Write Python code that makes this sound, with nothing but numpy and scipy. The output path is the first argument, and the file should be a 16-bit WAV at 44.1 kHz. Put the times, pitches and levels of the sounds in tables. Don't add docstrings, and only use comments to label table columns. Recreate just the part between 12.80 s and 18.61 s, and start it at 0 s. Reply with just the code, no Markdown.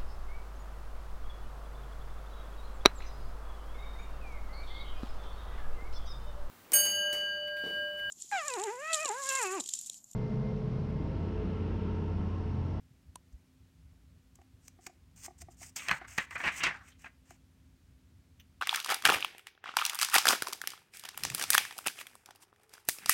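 import sys
import numpy as np
from scipy import signal
from scipy.fft import rfft, irfft
from scipy.io import wavfile
from scipy.ndimage import map_coordinates

SR = 44100
rng = np.random.default_rng(int(sys.argv[2]) if len(sys.argv) > 2 else 0)


def bounce(signal):
    frames = np.transpose(np.atleast_2d(signal))
    limited = np.clip(frames, -1, 1)
    pcm = np.round(limited * 32767).astype(np.int16)
    wavfile.write(sys.argv[1], SR, pcm)


N = 256220
TIME = np.arange(N) / SR

# frequency_hz, relative_density_db
SHEET_SPECTRUM = [(50, -14.5), (170, -14.5), (320, -18.5), (470, -19.5), (750, -11.5), (1200, -7.5),
                  (1600, -4), (1950, -1), (2650, -5.5), (3200, -16), (4000, -24), (7000, -39),
                  (11000, -51.5), (16000, -57)]
# frequency_hz, relative_density_db
RUB_SPECTRUM = [(100, -21.5), (250, -13.5), (470, -19), (800, -10.5), (1400, -16), (2700, -11.5),
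                (3700, -17.5), (5000, -5.5), (6500, 0.5), (8300, -1.5), (10100, -16.5), (12500, -13.5),
                (16000, -17.5)]
SHEET_HZ, RUB_HZ = 1900, 6500


def undb(db):
    return 10 ** (np.asarray(db) / 20)


def add(track, start, sound):
    i = max(int(start * SR), 0)
    track[i:i + len(sound)] += sound[:N - i]


def walk(n, rate):
    steps = rng.standard_normal(2048)
    return np.interp(np.arange(n) * rate / SR, np.arange(len(steps)), steps)


def swell(peak, rise_ms, fall_ms):
    rise, fall = rise_ms / 1000, fall_ms / 1000
    t = np.arange(-2 * rise, 2 * fall, 1 / SR)
    return peak + t[0], undb(20 * np.minimum(t / rise, -t / fall))


def colour(x, points, stretch=1, ripple_db=0, ripple_hz=170, size=2048):
    hz, db = np.transpose(points)
    f = np.maximum(np.arange(size // 2 + 1) * SR / size, 1)
    ripple = np.interp(f / ripple_hz, np.arange(size), rng.standard_normal(size))
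    gain_db = np.interp(np.log(f), np.log(hz * stretch), db) + ripple_db * ripple
    cepstrum = irfft(np.log(undb(gain_db)))
    cepstrum[1:size // 2] *= 2
    cepstrum[size // 2 + 1:] = 0
    response = irfft(np.exp(rfft(cepstrum)))
    return signal.fftconvolve(x, response / np.linalg.norm(response))


def crackle(envelope, rate, spread_db):
    n = len(envelope)
    signs = rng.choice([-1, 1], n)
    sizes = signs * undb(spread_db * np.minimum(rng.exponential(size=n), 4))
    happens = rng.random(n) < rate / SR
    faint_noise = 1e-3 * rng.standard_normal(n)
    slips = envelope * (sizes * happens + faint_noise)
    return slips * np.linalg.norm(envelope) / np.linalg.norm(slips)


def patches(envelope, points, stretch, rate, spread_db, uneven_db, ripple_db, flutter_hz=100, count=3):
    weights = [envelope * undb(uneven_db * walk(len(envelope), flutter_hz)) for _ in range(count)]
    share = np.linalg.norm(envelope) / np.linalg.norm(weights)
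    return share * sum(colour(crackle(w, rate, spread_db), points, stretch, ripple_db) for w in weights)


def background(tone_db=-61.5, waver_db=3.0, split_hz=220, hum_hz=259.5, hum_db=-74):
    # frequency_hz, relative_density_db
    tone_spectrum = [(20, -41), (31, -26.5), (42, -12), (58, -1), (90, -1), (120, -12), (160, -9.5),
                     (205, -15.5), (275, -17.5), (400, -27.5), (800, -33.5), (2200, -35), (7500, -41),
                     (16000, -47)]
    tone = undb(tone_db) * colour(rng.standard_normal(N), tone_spectrum, size=16384)[:N]
    rumble = signal.sosfiltfilt(signal.butter(2, split_hz, fs=SR, output="sos"), tone)
    hiss = tone - rumble
    hum_gain = undb(hum_db + 1.3 * walk(N, rate=5)) * np.sqrt(2)
    hum = hum_gain * np.sin(2 * np.pi * hum_hz * TIME)
    return hiss + rumble * undb(waver_db * walk(N, rate=11)) + hum


def thuds(cycles=0.79):
    # centre_s, envelope_peak_db, pitch_hz
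    low_thuds = [(.115, -49, 131), (.293, -46, 71), (0.543, -41.5, 54.6), (1.748, -48, 93),
                 (3.385, -42, 149), (3.666, -40.5, 165), (5.05, -51, 60)]
    out = np.zeros(N)
    for centre, db, hz in low_thuds:
        t = TIME - centre
        envelope = np.exp(-(t * hz / cycles) ** 2)
        out += undb(db) * envelope * np.sin(2 * np.pi * hz * t)
    return out


def knock(at=.358, db=-38, rise_ms=2.3, fall_ms=3, note_hz=1000, note_db=-42, note_t60=0.035):
    # frequency_hz, relative_density_db
    knock_spectrum = [(300, -3), (480, -15), (750, -6), (1000, -2), (1350, -12), (2150, -11), (3500, -3.5),
                      (4400, -8), (5200, -14), (6800, -1.5), (8800, 2), (11000, -9), (12500, -20),
                      (16000, -23)]
    out, t = np.zeros(N), TIME[:SR // 10]
    start, force = swell(at, rise_ms, fall_ms)
    add(out, start, undb(db) * colour(crackle(force, rate=14000, spread_db=2.0), knock_spectrum))
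    note = np.exp(-np.log(1000) * t / note_t60) * np.sin(2 * np.pi * note_hz * t)
    add(out, at, undb(note_db) * note)
    return out


def ticks(scrape_hz=6350, rise_ms=3.5):
    # peak_s, level_db, fall_by_20_db_ms, sheet_relative_to_scrape_db
    flicks = [(.528, -68, 10, -14), (1.556, -54, 6, -27), (1.617, -70, 6, 8), (1.882, -41, 3, -14),
              (2.0672, -38.5, 8, -2), (2.4629, -47.5, 13, -4.5), (2.62, -49, 5, 0), (2.83, -48.5, 24, -0.5),
              (2.962, -35, 40, -14), (3.283, -52, 4, 4), (3.581, -52, 8, -2), (3.8367, -37, 5.5, -5.5),
              (4.508, -49, 1.5, 1)]
    out = np.zeros(N)
    for peak, db, fall_ms, sheet_db in flicks:
        start, force = swell(peak, rise_ms, fall_ms)
        scrape = colour(crackle(force, rate=14000, spread_db=3.5), RUB_SPECTRUM, stretch=scrape_hz / RUB_HZ)
        sheet = colour(crackle(force, rate=7800, spread_db=-0.5), SHEET_SPECTRUM, stretch=1.033)
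        add(out, start, undb(db) * (scrape + undb(sheet_db) * sheet))
    return out


def taps(contact_s=0.0019, pitch_scatter=.02):
    # start_s, peak_db
    landings = [(1.588, -53.5), (1.615, -58), (1.988, -52.5), (2.068, -45.5), (2.095, -52.5),
                (2.481, -39.5), (2.506, -50), (2.619, -52), (2.685, -43), (2.815, -47), (3.213, -44),
                (4.508, -46.5)]
    # pitch_hz, relative_level_db, t60_s
    book_modes = [(354, -7.5, .06), (713, -1.5, 0.04), (755, 0, 0.037), (1156, -8.5, 0.025),
                  (1876, -13, .02), (2190, -12.5, .015)]
    out, t = np.zeros(N), TIME[:SR // 5]
    for start, db in landings:
        pitch = 1 + pitch_scatter * rng.standard_normal()
        ring = np.zeros(len(t))
        for hz, gain_db, t60 in book_modes:
            decay = undb(gain_db - 60 * t / t60)
            ring += decay * np.sin(2 * np.pi * (hz * pitch * t + rng.random()))
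        ring = ring * (1 - np.exp(-t / contact_s))
        add(out, start, undb(db) * ring / np.abs(ring).max())
    return out


def slides(grip_ms=9, release_ms=13, hiss_hz=6650, tremor_db=1.15, tremor_hz=45):
    # start_s, firmest_s, end_s, firmest_level_db, lighter_at_both_ends_db
    strokes = [(1.81, 1.875, 1.895, -65, 12), (2.012, 2.06, 2.075, -63, 4.5),
               (2.362, 2.385, 2.42, -58, 3.5), (2.415, 2.46, 2.468, -44, 15.5),
               (2.584, 2.587, 2.594, -61, 6), (2.605, 2.618, 2.626, -50, 9), (2.705, 2.718, 2.745, -63, 10),
               (2.772, 2.825, 2.85, -51, 16.5), (2.835, 2.85, 2.902, -54.5, 4),
               (2.97, 2.98, 3.185, -54, 4.5), (3.278, 3.285, 3.452, -55.5, 5), (3.509, 3.53, 3.56, -58, 2),
               (3.585, 3.67, 3.71, -54, 7), (3.72, 3.795, 3.816, -45.5, 13), (4.035, 4.092, 4.12, -62.5, 8),
               (4.19, 4.218, 4.28, -63.5, 9), (4.455, 4.51, 4.56, -65, 10)]
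    press_power = 1.2
    lift_s = 2.95
    flat_sheet_db, loose_sheet_db = -13, -1.5
    out = np.zeros(N)
    grip, release = grip_ms / 1000, release_ms / 1000
    for start, firmest, end, db, lighter_db in strokes:
        t = np.arange(start - grip, end + release, 1 / SR)
        contact = np.interp(t, [t[0], start, end, t[-1]], [0, 1, 1, 0]) ** 2
        easing = np.interp(t, [start, firmest, end], [1, 0, 1]) ** press_power
        tremor = tremor_db * walk(len(t), tremor_hz)
        force = contact * undb(db - lighter_db * easing + tremor)
        hiss = patches(force, RUB_SPECTRUM, hiss_hz / RUB_HZ, rate=3000, spread_db=3.5,
                       uneven_db=3.5, ripple_db=3)
        sheet = patches(force, SHEET_SPECTRUM, 1.09, rate=1200, spread_db=1.0, uneven_db=2.0, ripple_db=1)
        sheet_db = flat_sheet_db if start < lift_s else loose_sheet_db
        add(out, t[0], hiss + undb(sheet_db) * sheet)
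    return out


def curl(t):
    # time_s, pitch_hz
    curl_path = [(2.98, 2503), (3.11, 1620), (3.23, 1602), (3.39, 1948), (3.58, 1680), (3.69, 1949),
                 (3.85, 2120), (3.91, 1700), (4.04, 1350), (4.12, 2800), (4.25, 1800)]
    return np.interp(t, *np.transpose(curl_path)) / SHEET_HZ


def crinkle(strain):
    # frequency_hz, relative_density_db
    crinkle_spectrum = [(500, -14), (2800, -1.5), (3800, -0.5), (6200, -4.5), (8200, -8.5), (10300, -24.5),
                        (12500, -28.5), (16000, -32)]
    return patches(strain, crinkle_spectrum, 1.0, rate=1400, spread_db=3, uneven_db=6.0, ripple_db=3.5)


def rustle(flutter_db=1.5, flutter_hz=60, crinkle_db=-18):
    # time_s, level_db
    motion = [(2.952, -84.5), (2.966, -46.5), (3.065, -52), (3.115, -31), (3.19, -58), (3.372, -68),
              (3.394, -42), (3.465, -62), (3.545, -60), (3.625, -50.5), (3.672, -28.5), (3.73, -50.5),
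              (3.81, -48), (3.86, -31), (3.92, -44), (3.955, -48), (3.985, -55.5), (4.17, -77)]
    out, (times, db) = np.zeros(N), np.transpose(motion)
    t = np.arange(times[0], times[-1], 1 / SR)
    strain = undb(np.interp(t, times, db) + flutter_db * walk(len(t), flutter_hz))
    place = np.cumsum(curl(t))
    steady = np.ones(int(place[-1]) + 1)
    body = patches(steady, SHEET_SPECTRUM, 0.99, rate=1600, spread_db=2.2, uneven_db=4, ripple_db=4)
    gliding = strain * map_coordinates(body, [place])
    add(out, t[0], gliding + undb(crinkle_db) * crinkle(strain)[:len(t)])
    return out


def buckles(rise_ms=6):
    # peak_s, level_db, fall_by_20_db_ms, crinkle_relative_to_body_db
    collapses = [(3.087, -36, 28, -16), (3.112, -33, 50.5, -20), (3.214, -45, 35, -28),
                 (3.245, -46.5, 25, -20), (3.383, -28.5, 45, -12.5), (3.512, -44, 50, -22),
                 (3.556, -34, 54, -29), (3.604, -34.5, 44, -27), (3.638, -31, 80, -20),
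                 (3.678, -27, 20, -18), (3.808, -33.5, 90, -32), (3.8375, -25, 26, -4),
                 (3.866, -27, 32, -16), (4.12, -62, 22, -10), (4.246, -44.5, 26, -35),
                 (4.26, -43.5, 23, -30)]
    out = np.zeros(N)
    for peak, db, fall_ms, crinkle_db in collapses:
        start, strain = swell(peak, rise_ms, fall_ms)
        body = patches(strain, SHEET_SPECTRUM, curl(peak), rate=2200, spread_db=1.55,
                       uneven_db=3, ripple_db=4.5)
        add(out, start, undb(db) * (body + undb(crinkle_db) * crinkle(strain)))
    return out


def snaps(lag_ms=0.38):
    # start_s, level_db (rms with the energy spread over 5 ms), crack_relative_db
    creases = [(3.085, -31, -4.5), (3.0936, -27, -25), (3.1128, -24, -10.5), (3.128, -37, -28.5),
               (3.3793, -34, -5), (3.3835, -27.5, -9), (3.509, -46.5, -8.5)]
    # frequency_hz, relative_density_db
    crack_spectrum = [(500, -30), (2500, -4), (3800, 1), (6200, 2), (8300, -3), (10300, -19.5),
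                      (12500, -12), (16000, -15.5)]
    out = np.zeros(N)
    pulse = np.sqrt(.005 * SR)
    khz = np.arange(257) * SR / 512 / 1000
    wave = pulse * irfft(np.exp(-4j * np.pi * lag_ms * np.sqrt(khz)))
    for start, db, crack_db in creases:
        add(out, start, undb(db) * colour(wave, SHEET_SPECTRUM, ripple_db=6.5))
        add(out, start, undb(db + crack_db) * colour(wave, crack_spectrum, ripple_db=5.5))
    return out


def clicks(rise_ms=3.8):
    # peak_s, level_db, fall_by_20_db_ms
    creaks = [(5.6, -49.5, 3), (5.6038, -55.5, 16.5)]
    # frequency_hz, relative_density_db
    casing_spectrum = [(800, -21), (1700, -8), (2400, 1), (3000, 4.5), (4600, -18.5), (6100, -3.5),
                       (7200, -21), (11000, -22.5), (14500, -9), (16000, -12)]
    out = np.zeros(N)
    for peak, db, fall_ms in creaks:
        start, force = swell(peak, rise_ms, fall_ms)
        add(out, start, undb(db) * colour(crackle(force, rate=7500, spread_db=6.0), casing_spectrum))
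    return out


def room(x, wet_db=-20, t60=0.2514, treble_hz=6000, first_s=.004):
    t = TIME[:SR // 2]
    decay = np.exp(-np.log(1000) * t / t60)
    tail = rng.standard_normal(len(t)) * decay * (t > first_s)
    tail = signal.sosfilt(signal.butter(1, treble_hz, fs=SR, output="sos"), tail)
    return x + undb(wet_db) * signal.fftconvolve(x, tail / np.linalg.norm(tail))[:N]


def scene():
    handling = ticks() + taps() + slides() + rustle() + buckles() + snaps() + clicks()
    return (background() + thuds() + knock() + room(handling))[None]


def record(dry, bass_hz=36, top_hz=15950):
    thin = signal.sosfilt(signal.butter(2, bass_hz, "highpass", fs=SR, output="sos"), dry)
    return signal.sosfilt(signal.ellip(10, .2, 70, top_hz, fs=SR, output="sos"), thin)


dry = scene()
out = record(dry)
bounce(out)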